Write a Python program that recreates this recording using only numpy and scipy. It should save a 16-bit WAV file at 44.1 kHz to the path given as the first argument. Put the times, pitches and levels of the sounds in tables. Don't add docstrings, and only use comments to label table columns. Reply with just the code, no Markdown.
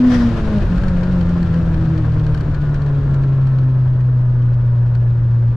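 import sys
import numpy as np
from scipy import signal
from scipy.fft import rfft, irfft
from scipy.io import wavfile
from scipy.ndimage import uniform_filter1d, minimum_filter1d

SR = 44100
rng = np.random.default_rng(int(sys.argv[2]) if len(sys.argv) > 2 else 0)


def file_out(sig):
    cols = np.atleast_2d(sig).T
    lim = np.clip(cols, -1, 1)
    pcm = np.round(lim * 32767).astype(np.int16)
    wavfile.write(sys.argv[1], SR, pcm)


N = 245195
TIME = np.arange(N) / SR

# (frequency [Hz], left minus right [dB], likeness [0-1])
TWO_EARS = [(60, 0.7, 0.99), (251, 2.2, 0.96), (500, 2, 0.85), (1010, 3, 0.6), (2000, 5, 0.5),
            (4000, 5.5, 0.3), (9000, 0, 0.3)]


def exhaust(turns, hz, waver_db=1.14, lump_waver_db=3.0, cruise_hz=150):
    # (time [s], level [dB])
    boom = [(0, -11), (.08, -7), (.14, -12.5), (.26, -14), (.36, -29.5), (.58, -15), (.66, -30),
            (.73, -13.5), (.8, -22), (1.1, -15), (2.35, -17.5), (2.56, -22.5), (2.72, -16), (3.02, -16),
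            (3.25, -10.5), (5.56, -12.5)]
    # (pitch [x firing rate], base level [dB], growl start [s], growl end [s], growl boost [dB])
    lumps = [(1 / 2, -36, 1.03, 2.45, 12), (3 / 4, -36, 1.25, 2.52, 6.5), (2, -43.5, 1.6, 3.6, 2),
             (3, -48, 2.6, 3.3, 2)]
    # (pitch [Hz], width [Hz], boost [dB])
    air_modes = [(115, 18, 10), (272, 22, 5), (318, 28, 10.5), (412, 36, 5.5), (515, 55, 5.5),
                 (622, 45, 10.5)]
    out = undb(curves(boom)[0] + waver_db * flicker(25)) * np.sin(2 * np.pi * turns)
    rev_db = 6 * np.log2(hz / cruise_hz)
    for multiple, base_db, start_s, end_s, extra_db in lumps:
        growl = ramp(start_s, length_s=.2) - ramp(end_s, length_s=.28)
        db = base_db + rev_db + extra_db * growl + resonance_db(air_modes, multiple * hz)
        burble = .5 * walk(35)
        gain = undb(db + lump_waver_db * walk(14))
        out += gain * np.sin(2 * np.pi * (multiple * turns + rng.random()) + burble)
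    lean_db = TWO_EARS[0][1]
    return np.sqrt(2) * out * undb(np.array([[lean_db], [-lean_db]]) / 2)


def firing_rate(bite_s=.655, swing_hz=3.8, depth_hz=9, decay_s=.56):
    # (time [s], firing rate [Hz])
    speed = [(0, 247), (.08, 250.5), (.58, 205.3), (.7, 184.4), (1.1, 177.5), (2.15, 153.7), (3, 139.1),
             (3.75, 128.4), (4.5, 121.2), (5.56, 117.2)]
    since = np.maximum(TIME - bite_s, 0)
    swing = np.exp(-since / decay_s) * np.sin(2 * np.pi * swing_hz * since)
    return curves(speed)[0] - depth_hz * swing


def overtones(turns, hz, roar_db, waver_db=1.9, jitter_rad=0.22, wall_hz=1750):
    # (pitch [x firing rate], base level [dB])
    tones = [(1.25, -47), (1.5, -44), (2.5, -52), (3.5, -56), (4, -55), (4.5, -56), (5, -56), (6, -61),
             (7, -59), (7.5, -63), (8, -56.5), (8.5, -64), (9, -65), (10, -57.7), (12, -66)]
    # (pitch [Hz], width [Hz], boost [dB])
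    panels = [(255, 35, 5), (335, 30, 7), (610, 70, 6), (1075, 70, 6), (1350, 80, 9), (1440, 70, 9.5)]
    out = 0
    for multiple, db in tones:
        pitch = multiple * hz
        lift_db = resonance_db(panels, pitch)
        passed = 1 / np.sqrt(1 + (pitch / wall_hz) ** 10)
        phase = 2 * np.pi * (multiple * turns + rng.random()) + jitter_rad * walk(30)
        tone = passed * undb(db + lift_db + waver_db * walk(11)) * np.sin(phase)
        lean_db = over_pitch(TWO_EARS, pitch)[0]
        out = out + tone * undb(np.array([lean_db, -lean_db]) / 2)
    return np.sqrt(2) * out * undb(.3 * (roar_db - np.mean(roar_db)))


def engine_bay(turns, rush_db, throb=0.14, flutter_db=1.1):
    # (frequency [Hz], relative level [dB])
    rush = [(900, -13.5), (1900, -1.5), (2500, 1), (3400, -3.5), (4300, -5.5), (5500, -11), (6700, -15.5),
            (8000, -21), (10000, -26), (11500, -40), (15000, -63)]
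    pulsing = 1 + throb * np.sin(2 * np.pi * turns)
    return noise(rush) * pulsing * undb(rush_db + flutter_db * flicker(80))


def turbo_whoosh(flutter_db=1.2):
    # (time [s], spread [s], level [dB])
    puffs = [(.138, .028, -30.8), (.13, .09, -42), (.228, .022, -39), (.34, .12, -49)]
    # (frequency [Hz], relative level [dB])
    vent = [(300, -10), (500, 3), (1000, 2), (1800, 2.5), (2300, -9), (3200, -8), (4200, -10), (5300, -9),
            (6800, -20.5), (10000, -30), (14000, -47)]
    flow = sum(undb(db) * swell(s, spread) for s, spread, db in puffs)
    return noise(vent) * flow * undb(flutter_db * walk(120))


def clutch():
    # (time [s], spread [s], pitch [Hz], level [dB])
    knocks = [(0.637, 0.01, 346, -24), (0.662, 0.041, 43, -16), (0.787, 0.015, 50, -9.5)]
    return sum(undb(db) * swell(s, spread) * np.sin(2 * np.pi * hz * (TIME - s))
               for s, spread, hz, db in knocks)


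def road(rumble_db, roar_db, on_throttle_db=-9, grain_db=1.5, jolt_share=0.12):
    # (frequency [Hz], relative level [dB])
    rumble = [(8, -11), (17, 4.5), (36, 0), (52, 1), (66, -5.5), (85, -1.5), (115, -3.5), (160, -6),
              (220, -16.5), (320, -27), (600, -78)]
    # (frequency [Hz], relative level [dB])
    roar = [(100, -9), (200, 1.5), (330, 0.5), (420, -4.5), (570, -3), (780, -11.5), (980, -9),
            (1200, -11.5), (1700, -13), (2050, -24.5), (3000, -45), (6000, -68)]
    # (time [s], extra rumble [dB])
    jolts = [(.33, -0.5), (.76, 0), (1.15, 0), (1.72, 6), (3.13, 3.5), (4.95, 2)]
    jolt_db = sum(db * swell(s, spread_s=.061) for s, db in jolts)
    throttle = 1 - ramp(start_s=.04, length_s=.044)
    body = noise(rumble) * undb(rumble_db + jolt_db + on_throttle_db * throttle)
    tyres = noise(roar) * undb(roar_db + jolt_share * jolt_db + grain_db * flicker(70))
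    return body + tyres


def trim(rush_db, knock_db=1.0, small_db=-1.0, scatter_db=2.0, count=70,
         chatter_s=.0026, tail_s=.011, tail_db=-16):
    # (time [s], base level [dB])
    rattles = [(0.7757, -38), (0.8345, -36), (0.8807, -34), (1.031, -36), (1.2086, -35.5), (1.29, -38.5),
               (1.4262, -35.5), (1.5402, -38), (1.7407, -38), (1.9759, -38), (2.194, -42), (2.2645, -37.5),
               (2.3441, -34.5), (2.374, -39), (2.407, -34.5), (2.5442, -38), (2.7422, -35.5),
               (2.817, -41.5), (2.861, -41.5), (3.141, -39), (3.235, -43.5), (3.469, -40.5), (3.5848, -41),
               (4.0048, -45.5), (4.4184, -49), (4.9496, -39.5)]
    # (pitch [Hz], time to fade by 60 dB [s], relative level [dB])
    plastic = [(1600, .04, 3.5), (1760, .02, 2.5), (2400, .007, 3), (3060, .009, 1.5), (3950, .008, -1.5),
               (4300, .009, -2), (5300, .005, -8), (6800, .004, -14), (9500, .004, -19)]
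    t = np.arange(SR // 10) / SR
    ring = sum(undb(db) * np.exp(-np.log(1000) * t / fade_s) * np.sin(2 * np.pi * hz * t)
               for hz, fade_s, db in plastic)
    ring = signal.sosfilt(signal.butter(2, 9500, fs=SR, output="sos"), ring)
    ticks = rng.triangular(0, N / 4, 3 * N / 4, count).astype(int)
    blows = np.zeros(N)
    blows[ticks] = undb(rush_db[ticks] + small_db + scatter_db * rng.standard_normal(count).clip(-2, 2))
    for s, db in rattles:
        blows[int(s * SR)] += undb(db + knock_db)
    flurry = t / chatter_s * np.exp(1 - t / chatter_s) + undb(tail_db) * np.exp(-t / tail_s)
    contacts = signal.fftconvolve(blows, flurry)[:N] * rng.standard_normal((3, N))
    return cabin(signal.fftconvolve(contacts, ring[None] / np.linalg.norm(ring))[:, :N])


def reflections(x, echo_db=-7, decay_s=0.0081):
    t = np.arange(SR // 16) / SR
    echo = rng.standard_normal(len(t)) * np.exp(-t / decay_s)
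    echoed = signal.fftconvolve(x, echo[None] / np.linalg.norm(echo))[:, :N]
    return (x + undb(echo_db) * echoed) / np.hypot(1, undb(echo_db))


def cabin(paths):
    shared, *own = rfft(paths)
    lean_db, likeness = over_pitch(TWO_EARS, frequencies())
    ears = np.sqrt(likeness) * shared + np.sqrt(1 - likeness) * np.array(own)
    return irfft(ears * undb(np.array([lean_db, -lean_db]) / 2), N)


def noise(colour):
    white = rfft(rng.standard_normal((3, N)))
    ears = cabin(irfft(white * undb(over_pitch(colour, frequencies())[0]), N))
    return ears / np.std(ears.mean(axis=0))


def resonance_db(modes, hz):
    return sum(lift / (1 + (2 * (hz - centre) / width) ** 2) for centre, width, lift in modes)


def walk(rate):
    step = int(SR / rate)
    held = np.repeat(rng.standard_normal(N // step + 1), step)
    return unit(uniform_filter1d(uniform_filter1d(held, step), step)[:N])


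def flicker(rate):
    levels = walk(rate)
    return unit(levels - uniform_filter1d(levels, int(10 * SR / rate)))


def swell(s, spread_s):
    return np.exp(-((TIME - s) / spread_s) ** 2 / 2)


def ramp(start_s, length_s):
    return np.clip((TIME - start_s) / length_s, 0, 1)


def curves(table):
    s, *columns = np.transpose(table)
    return [np.interp(TIME, s, column) for column in columns]


def over_pitch(table, hz):
    points, *columns = np.transpose(table)
    return [np.interp(np.log(hz), np.log(points), column) for column in columns]


def frequencies():
    return np.maximum(np.arange(N // 2 + 1) * SR / N, 1)


def undb(db):
    return 10 ** (np.asarray(db) / 20)


def unit(x):
    return x / np.sqrt(np.mean(x ** 2))


def limiter(x, ceiling_db, hold_s):
    gain = undb(ceiling_db) / np.maximum(np.abs(x).max(axis=0), undb(ceiling_db))
    hold = max(int(hold_s * SR), 1)
    return x * uniform_filter1d(minimum_filter1d(gain, 2 * hold), hold)


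def scene():
    # (time [s], body rumble [dB], tyre roar [dB], engine rush [dB])
    slowing = [(.3, -17.5, -28, -43.5), (.9, -15.5, -31, -47.5), (1.75, -20.5, -32, -50),
               (3.15, -21.5, -34, -53.5), (4.05, -25, -38, -58), (5.56, -26, -39, -58)]
    rumble_db, roar_db, rush_db = curves(slowing)
    hz = firing_rate()
    turns = np.cumsum(hz) / SR
    engine = exhaust(turns, hz) + overtones(turns, hz, roar_db) + engine_bay(turns, rush_db)
    gear_change = reflections(turbo_whoosh()) + clutch()
    return engine + gear_change + road(rumble_db, roar_db) + trim(rush_db)


def record(dry, bass_hz=215, bass_ceiling_db=-7.5, ceiling_db=-2.8, hold_s=0.018, top_hz=14700):
    bass = signal.sosfiltfilt(signal.butter(4, bass_hz, fs=SR, output="sos"), dry, padtype="even")
    held = dry - bass + limiter(bass, bass_ceiling_db, hold_s)
    held = limiter(held, ceiling_db, hold_s)
    from_edge_s = np.minimum(TIME, TIME[::-1])
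    fade = np.sin(np.pi / 2 * np.minimum(from_edge_s / .003, 1)) ** 2
    return signal.sosfilt(signal.ellip(8, .2, 70, top_hz, fs=SR, output="sos"), held * fade)


dry = scene()
out = record(dry)
file_out(out)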